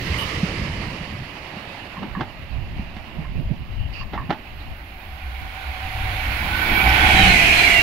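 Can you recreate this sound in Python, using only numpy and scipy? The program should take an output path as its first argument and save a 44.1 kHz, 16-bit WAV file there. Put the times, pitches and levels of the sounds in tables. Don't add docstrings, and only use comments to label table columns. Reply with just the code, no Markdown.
import sys
import numpy as np
from scipy import signal
from scipy.fft import rfft, irfft
from scipy.io import wavfile
from scipy.ndimage import uniform_filter1d

SR = 44100
rng = np.random.default_rng(int(sys.argv[2]) if len(sys.argv) > 2 else 0)


def output_pcm(signal):
    pcm = np.clip(np.atleast_2d(signal).T, -1, 1) * 32767
    wavfile.write(sys.argv[1], SR, np.round(pcm).astype(np.int16))


N = 344862
HOP = 256
HZ = np.fft.rfftfreq(4 * HOP, 1 / SR)[:, None]
T = np.arange(N // HOP + 5) * HOP / SR

# (f/Hz, left-right level/dB)
AHEAD = [(60, -0.5), (99, -0.5), (160, -0.5), (270, -1.5), (450, -5.5), (740, -3.5), (1220, -6.5),
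         (2010, -10.0), (3330, -13.0), (5500, -11.0), (9080, -1.5), (15000, -7.0)]
ABREAST = [(60, 0.0), (99, -0.5), (160, 0.0), (270, 0.0), (450, -2.0), (740, -2.5), (1220, -1.5),
           (2010, -4.0), (3330, -7.0), (5500, -5.5), (9080, 7.5), (15000, -2.5)]
# (f/Hz, left-right likeness from -1 to 1)
SAME_NEAR = [(60, .95), (340, .93), (690, .75), (1030, .45), (1500, 0), (2000, .1), (2600, .55),
             (3200, -.15), (4000, .15), (5500, 0)]
SAME_FAR = [(60, .92), (330, .86), (520, .75), (860, .68), (1200, .05), (1550, -.45), (1900, -.15),
            (2400, .45), (2900, .1), (3300, -.35), (4000, .35), (5200, -.15), (7000, .05)]

# (f/Hz, level/dB per Hz)
LEAVING_NEAR = [(150, -43), (250, -8.5), (312, 1.5), (360, -7.5), (442, -4), (769, -12.5), (1140, -9.5),
                (1470, -15), (2020, -5.5), (2370, -9.5), (2910, -8.5), (3410, -17.5), (4750, -16),
                (7760, -34), (11000, -36.5), (14300, -64), (22000, -120)]
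LEAVING_FAR = [(210, -0.5), (350, -3), (474, -13.5), (540, -4.5), (752, -1.5), (1460, -11.5), (1950, -6.5),
               (2830, -4.5), (3320, -15.5), (4630, -19), (6360, -36), (6930, -31.5), (7450, -41),
               (10200, -37), (11000, -41), (14300, -78), (22000, -120)]
LEAVING_LOW = [(12, -45), (20, -1), (48, -3.5), (92, 0), (172, -2.5), (241, -13.5), (312, -17),
               (600, -27.5), (780, -64), (1320, -120)]
# (peak t/s, added level/dB, 1/e half-length/s)
SWELLS = [(.6, 2, .3), (1.75, 3, 0.25), (3.058, 2.5, .35), (3.987, 3.5, 0.081), (4.5, 3.5, 0.35)]
ROAR_DB, DOUBLE_S, SPREAD_DB = -28, 0.34, 5
ONSET_DB, ONSET_S = 8.5, 0.068
RUMBLE_DB, RUMBLE_HOLD_S, RUMBLE_FADE_DB_PER_S = -33, 0.72, 12

# (f/Hz, level/dB per Hz)
WIND_COLOUR = [(8.8, -33), (15, -7), (54, 8.5), (141, -3.5), (194, -5.5), (499, -27), (547, -29),
               (600, -23.5), (780, -35), (1320, -120)]
# (peak t/s, level/dB, 1/e half-length/s, left-right level/dB before widening,
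# treble slope/dB per octave before the common slope is added)
GUSTS = [(2.04, -36.5, .05, 0, 8), (2.13, -34, 0.036, -12, -20), (2.2, -34, .05, -2, 0),
         (2.27, -35, 0.043, -11, -20), (2.41, -35, 0.06, 0, -15), (2.557, -31, 0.065, -15, -15),
         (2.746, -32, 0.17, -3, -12), (2.98, -40, 0.14, -3, -14), (3.202, -31, 0.053, -7, -2),
         (3.308, -32.5, .05, -4, -14), (3.4, -26, 0.054, -9, -7), (3.46, -28, .04, 2, -17),
         (3.516, -28, .025, -12, -2.5), (3.62, -33.5, 0.12, -5, -11.5), (3.81, -30, 0.15, 8.5, -15),
         (4.04, -35, 0.088, 11, -12), (4.22, -34, 0.13, -0.5, -8), (4.554, -39, 0.069, -3, -22),
         (4.695, -34.5, 0.039, 9, -18), (5.43, -38, 0.044, -12, -11.5)]
BREEZE_DB = -58.5

# (t/s, level/dB)
RAILS = [(0.0, -54), (0.25, -57), (0.63, -64), (3.63, -66.5), (5.75, -55), (6.45, -43), (6.8, -36),
         (7.0, -40.5), (7.82, -42)]
# (f/Hz, level/dB per Hz)
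RAIL_HISS = [(5290, -57), (9000, -13), (9640, -3), (10900, -20), (11100, 11.5), (11700, 3), (12900, 10),
             (14300, 1.5), (15600, 9)]
# (f/Hz, pole width/Hz, level/dB against the capped hiss level)
RAIL_TONES = [(11700, 40, -13.5), (12650, 60, -15)]

# (t/s, level/dB, f/Hz, left-right level/dB)
THUMPS = [(0.099, -19.5, 77, -3), (0.431, -9, 176, -2.5), (0.592, -20.5, 182, -3.0),
          (0.649, -21.5, 158, -2), (0.828, -23, 120, -3.5), (1.203, -28, 112, -2.0), (1.567, -28, 197, -1),
          (1.979, -27.5, 172, 0), (2.023, -25, 200, -1.5), (2.17, -21.5, 181, 1), (2.04, -27, 310, -1),
          (2.206, -24, 124, 2), (2.218, -24, 330, -1), (2.793, -24, 194, 1.5), (2.965, -29.5, 197, -2.0),
          (3.185, -24.5, 163, -11.0), (3.388, -23, 148, -15), (3.508, -22.5, 131, -19),
          (4.291, -19, 170, -0.5)]
# (start t/s, end t/s, level/dB, resonance f/Hz, pole width/Hz)
SCRAPES = [(3.915, 4.05, -49.5, 4640, 720), (3.76, 3.9, -48.5, 2870, 300), (3.92, 4.04, -40.5, 2740, 400),
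           (4.595, 4.63, -52, 3900, 600), (.17, .25, -49, 12000, 1500), (.17, .24, -46, 9200, 1000),
           (.17, 0.254, -32, 2950, 350), (.12, .4, -38.5, 1170, 230), (.12, .18, -36, 2100, 150),
           (6.885, 6.91, -38, 5300, 800)]

# (t/s, level/dB, decay by 60 dB/s)
CLINKS = [(1.967, -39, 0.076), (2.151, -26.5, 0.03), (3.241, -42, 0.07), (4.01, -36, 0.045),
          (4.177, -25, 0.035)]
# (f/Hz, pole width/Hz, level/dB)
WHEEL_MODES = [(1076, 176, 7.5), (1750, 260, 0.5), (2160, 300, -13), (2730, 150, -17)]
# (t/s, level/dB, decay by 60 dB/s, treble slope/dB per octave above 700 Hz)
CLUNKS = [(0.833, -25, 0.036, 1), (2.03, -22.5, 0.038, -1), (2.208, -17, 0.049, -1),
          (2.966, -30, 0.037, 3.5), (4.133, -27, 0.14, -0.5), (4.305, -11, 0.043, -1)]
# (f/Hz, level/dB per Hz)
CLUNK_COLOUR = [(88, -35), (150, 0), (330, -1), (509, -10.5), (838, 5), (1020, -7.5), (2100, -8),
                (2460, -21), (2710, -15), (4050, -21.5), (7000, -43), (9100, -83), (15400, -120)]

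# (head-on f/Hz, passing t/s, pole width/Hz, half the pitch fall as share of f,
# level/dB, time held before passing/s, rise/dB per s, fade/dB per s, tone amplitude against noise of rms 1)
WHINES = [(764, 7.31, 25, .053, -27, .44, 93, 17, 0.77), (821, 7.26, 40, .03, -28, .1, 80, 88, .4),
          (759.6, 6.15, 38, .001, -37.5, .15, 15, 60, 0.37),
          (99.9, 6.1, 25, .001, -32.5, .15, 90, 60, 0.64), (1507, 7.3, 19.5, 0.011, -28.5, 0.68, 93, 92, 1),
          (2290, 7.25, 28, .015, -28, .5, 40.5, 152, 0.79), (1855, 7.2, 26, .02, -29, .01, 19, 64, .3),
          (3360, 7.12, 87, .01, -31.5, 0.085, 60, 90, .3), (850.5, 7.2, 24, .03, -31.5, .3, 27, 68, .5),
          (2301, 7.33, 61, .075, -22.5, .01, 148.5, 34, .3), (2510, 7.66, 73, .11, -21, .01, 27, 32, 0.33),
          (2384, 7.66, 71, .03, -26, .01, 29, 30.5, .3), (2805, 7.8, 67, 0.018, -24.5, .01, 25, 30, 0.26),
          (190.4, 7.28, 31, .03, -24, .01, 60.5, 84, 0.26),
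          (3145, 7.23, 110, 0.0305, -23, .01, 202.5, 170, .3),
          (3990, 7.21, 90, .03, -27.5, 0.0085, 200.5, 152, 0.33),
          (4265, 7.3, 90, .03, -30.5, 0.0096, 198.5, 200, .3),
          (2490, 7.2, 36, 0.016, -34.5, .01, 17, 60, .3), (4210, 7.57, 100, .02, -31.5, .01, 150.5, 60, .3)]
# (t/s, level/dB)
SURGES = [(5.1, -35), (5.28, -29.5), (5.42, -29), (5.68, -29), (6.03, -27), (6.3, -25), (6.45, -25.5),
          (6.86, -18.5), (7.03, -20)]
DRONE_HZ, DRONE_WIDTH_HZ = 64, 29
SURGE_RISE_DB_PER_S, SURGE_FADE_DB_PER_S = 218, 76

# (t/s, rolling level/dB, rumble level/dB)
FAST = [(4.4, -57, -41.5), (5.03, -46.5, -40.5), (5.65, -38.5, -39.5), (6.0, -33.5, -31.5),
        (6.62, -27, -28.5), (7.1, -18.5, -22.5), (7.31, -18.5, -22), (7.64, -18, -26), (7.82, -20.5, -29.5)]
# (f/Hz, level/dB per Hz)
FAST_AHEAD = [(210, -34), (350, -17.5), (481, -16.5), (763, -3.5), (1300, -11.5), (1460, -4.5), (1690, -9),
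              (2320, -1.5), (2680, -6.5), (3730, -15.5), (4180, -16), (6180, -33), (6640, -30), (7780, -38),
              (11000, -29), (14300, -66), (22000, -120)]
FAST_ABREAST = [(210, -48), (350, -9), (532, -17), (614, -13.5), (680, -3.5), (933, -10), (1230, -16),
                (1760, -7.5), (1920, -7.5), (2320, 4), (2640, -3), (3780, -15.5), (4120, -14), (5350, -22),
                (11000, -30.5), (14300, -37.5), (22000, -120)]
# (f/Hz, level/dB per Hz)
FAST_LOW_FAR = [(12, -42), (20, 6.5), (65, -2), (109, -17), (147, -20.5), (273, -26.5), (304, -23.5),
                (414, -60), (500, -59), (650, -60), (1100, -120)]
FAST_LOW_NEAR = [(12, -33), (20, 1), (71, 5), (120, -8), (145, -11.5), (185, -5), (229, -10.5), (312, -8),
                 (400, -15.5), (500, -25), (650, -39), (1100, -120)]

EDGE_HZ = 15760


def gain_of(db):
    return 10 ** (np.asarray(db) / 20)


def evened(x):
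    return x / np.sqrt(np.mean(x ** 2) + 1e-20)


def read(points, hz=HZ):
    f, value = np.transpose(points)
    return np.interp(np.log(hz + 1), np.log(f + 1), value)


def blend(start, end, share):
    share = np.clip(share, 0, 1)
    return read(start) * (1 - share) + read(end) * share


def bumps(s, length):
    return np.exp(-((T - s[:, None]) / length[:, None]) ** 2)


def noise(colour_db, level_db, pan_db, same, patchy_db, flicker_db):
    a, b, c, d, patches = rng.standard_normal((len(T), len(HZ), 5)).T
    patches = uniform_filter1d(patches, size=9, axis=0)
    patches = evened(uniform_filter1d(patches, size=12, axis=1))
    flicker = evened(uniform_filter1d(rng.standard_normal(len(T)), size=6))
    shape = gain_of(colour_db) * np.ones(len(T))
    shape = shape / np.sqrt((shape ** 2).mean(0))
    left, right = gain_of(pan_db / 2), gain_of(-pan_db / 2)
    same = np.clip(same, -1, 1)
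    mid = np.sqrt(left ** 2 + right ** 2 + 2 * same * left * right) / 2
    first, second = a + 1j * b, c + 1j * d
    z = np.array([left * first, right * (same * first + np.sqrt(1 - same ** 2) * second)])
    z *= shape / mid * gain_of(level_db + patchy_db * patches + flicker_db * flicker)
    return signal.istft(z, nperseg=4 * HOP, noverlap=3 * HOP)[1][:, :N] / np.sqrt(HOP)


def resonate(x, hz, width):
    turn = np.exp(2j * np.pi * np.cumsum(hz * np.ones(len(x))) / SR)
    pole = np.exp(-np.pi * width / SR)
    smooth = signal.lfilter([1], np.poly([pole, pole]), x / turn)
    return evened((turn * smooth).real)


def ports(x, hz):
    pan_db = read(AHEAD, hz)
    return gain_of(pan_db / 2) * x, gain_of(-pan_db / 2) * x


def place(mix, s, left, right):
    out, at = np.zeros((2, N)), max(round(s * SR), 0)
    out[:, at:at + len(left)] = np.array([left, right])[:, :N - at]
    return mix + out


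def leaving():
    colour_db = blend(LEAVING_NEAR, LEAVING_FAR, 1 - np.exp(-(T / 1.27) ** 2))
    s, swell_db, length = np.transpose(SWELLS)
    level_db = ROAR_DB - SPREAD_DB * np.log2(1 + T / DOUBLE_S)
    level_db = level_db - ONSET_DB * np.exp(-T / ONSET_S) + swell_db @ bumps(s, length)
    roar = noise(colour_db, level_db, read(AHEAD) - 1.2, read(SAME_NEAR), patchy_db=1.15, flicker_db=0.73)
    rumble_db = RUMBLE_DB - RUMBLE_FADE_DB_PER_S * np.maximum(T - RUMBLE_HOLD_S, 0)
    return roar + noise(read(LEAVING_LOW), rumble_db, -2.2, 0.96, patchy_db=0.8, flicker_db=3.0)


def wind():
    s, db, length, pan_db, bright_db = np.transpose(GUSTS)
    power = gain_of(2 * db)[:, None] * bumps(s, length) ** 2
    total = power.sum(0) + gain_of(2 * BREEZE_DB)
    slope_db = bright_db @ power / total + 9.5
    octaves = np.clip(np.log2(HZ / 90 + 1e-3), 0, 1.3)
    colour_db = read(WIND_COLOUR) + slope_db * octaves
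    side_db = 1.1 * pan_db @ power / total
    return noise(colour_db, 10 * np.log10(total), side_db, 0.41, patchy_db=1.5, flicker_db=.8)


def rails():
    s, db = np.transpose(RAILS)
    level_db = np.interp(T, s, db, -120, -120)
    out = noise(read(RAIL_HISS), level_db, read(AHEAD), -0.14, patchy_db=1.8, flicker_db=.8)
    capped_db = np.minimum(level_db, -49)
    tone_db = np.interp(np.arange(N) / SR, T, capped_db)
    for hz, width, db in RAIL_TONES:
        tone = resonate(rng.standard_normal(N), hz, width)
        out += np.array(ports(gain_of(tone_db + db) * tone, hz))
    return out


def thumps():
    out = np.zeros((2, N))
    for s, db, hz, pan_db in THUMPS:
        turns = np.arange(0, 5, hz / SR)
        u = turns / 0.81
        x = gain_of(db) * u * np.exp(1 - u) * np.sin(2 * np.pi * turns)
        out = place(out, s, gain_of(pan_db / 2) * x, gain_of(-pan_db / 2) * x)
    return out


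def scrapes():
    out = np.zeros((2, N))
    for start, end, db, hz, width in SCRAPES:
        size = round((end - start) * SR)
        sides = ports(gain_of(db) * signal.windows.tukey(size, .4), hz)
        left, right = (side * resonate(rng.standard_normal(size), hz, width) for side in sides)
        out = place(out, start, left, right)
    return out


def blow(db, t60, lead, rise):
    t = np.arange(8192) / SR
    hit = (1 - np.exp(-t / rise)) * gain_of(db - 60 * t / t60)
    tail = (1 - np.exp(-t / 0.01)) * gain_of(db - 15 - 60 * t / 0.26)
    return lead * hit + np.roll(hit + tail, 400) + 0.21 * np.roll(hit, 1300)


def clinks():
    out = np.zeros((2, N))
    for s, db, t60 in CLINKS:
        shape = blow(db, t60, lead=.07, rise=0.0038)
        ring = np.zeros((2, len(shape)))
        for hz, width, mode_db in WHEEL_MODES:
            mode = resonate(rng.standard_normal(len(shape)), hz, width)
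            ring += np.array(ports(gain_of(mode_db) * mode, hz))
        out = place(out, s - .01, *(shape * ring))
    return out


def clunks():
    out = np.zeros((2, N))
    for s, db, t60, tilt_db in CLUNKS:
        shape = blow(db, t60, lead=0.36, rise=0.0018)
        hz = np.fft.rfftfreq(len(shape), 1 / SR)
        colour_db = read(CLUNK_COLOUR, hz) + tilt_db * np.log2(np.maximum(hz, 700) / 700)
        a, b = rng.standard_normal((2, len(shape)))
        sources = a, 0.74 * a + 0.42 * b
        sides = ports(gain_of(colour_db), hz)
        rattle = [irfft(rfft(x) * side) for x, side in zip(sources, sides)]
        out = place(out, s - .01, *(shape * evened(np.array(rattle))))
    return out


def joints():
    return clinks() + clunks()


def doppler(t, hz, passing, fall):
    closing = (passing - t) / np.hypot(t - passing, .06)
    return hz * (1 - fall * (1 - closing))


def waver(pitch_hz, level_db, width, clean, hiss):
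    tone = clean * np.cos(2 * np.pi * np.cumsum(pitch_hz) / SR)
    one, other = (resonate(x, pitch_hz, width) for x in hiss)
    left, right = ports(gain_of(level_db), pitch_hz[0])
    same = read(SAME_FAR, pitch_hz[0])
    second = np.sign(same) * tone + same * one + np.sqrt(1 - same ** 2) * other
    return np.array([left * evened(tone + one), right * evened(second)])


def whines():
    start = 4 * SR
    t = np.arange(start, N) / SR
    out = np.zeros((2, len(t)))
    for hz, passing, width, fall, db, held, rise, fade, clean in WHINES:
        slope_db = np.maximum(rise * (passing - held - t), fade * (t - passing))
        level_db = db - np.maximum(slope_db, 0)
        on = level_db > -70
        pitch_hz = doppler(t[on], hz, passing, fall)
        hiss = rng.standard_normal((2, len(t)))[:, on]
        out[:, on] += waver(pitch_hz, level_db[on], width, clean, hiss)
    surges_db = [db - np.maximum(SURGE_RISE_DB_PER_S * (s - t), SURGE_FADE_DB_PER_S * (t - s))
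                 for s, db in SURGES]
    drone_db = np.max(surges_db, axis=0)
    hiss = rng.standard_normal((2, len(t)))
    out += waver(DRONE_HZ + 0 * t, drone_db, DRONE_WIDTH_HZ, 1.0, hiss)
    return place(0, start / SR, *out)


def fast():
    abreast = (T - 6.9) / .45
    s, roll_db, rumble_db = np.transpose(FAST)
    colour_db, pan_db = blend(FAST_AHEAD, FAST_ABREAST, abreast), blend(AHEAD, ABREAST, abreast)
    roll_db, rumble_db = np.interp(T, s, roll_db, -120), np.interp(T, s, rumble_db, -120)
    roar = noise(colour_db, roll_db, pan_db, read(SAME_FAR), patchy_db=1.1, flicker_db=.35)
    low_db = blend(FAST_LOW_FAR, FAST_LOW_NEAR, (T - 6.05) / 0.56)
    same = .97 - 0.098 * np.clip(abreast, 0, 1)
    return roar + noise(low_db, rumble_db, -.3, same, patchy_db=0.8, flicker_db=1.5)


def scene():
    return leaving() + wind() + rails() + thumps() + scrapes() + joints() + whines() + fast()


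def record(dry):
    knee, room = .6, .36
    over = np.maximum(abs(dry) - knee, 0)
    soft = dry - np.sign(dry) * (over - room * np.tanh(over / room))
    lowpass = signal.firwin(4095, EDGE_HZ, window=("kaiser", 11), fs=SR)
    return signal.oaconvolve(soft, lowpass[None], "same")


dry = scene()
out = record(dry)
output_pcm(out)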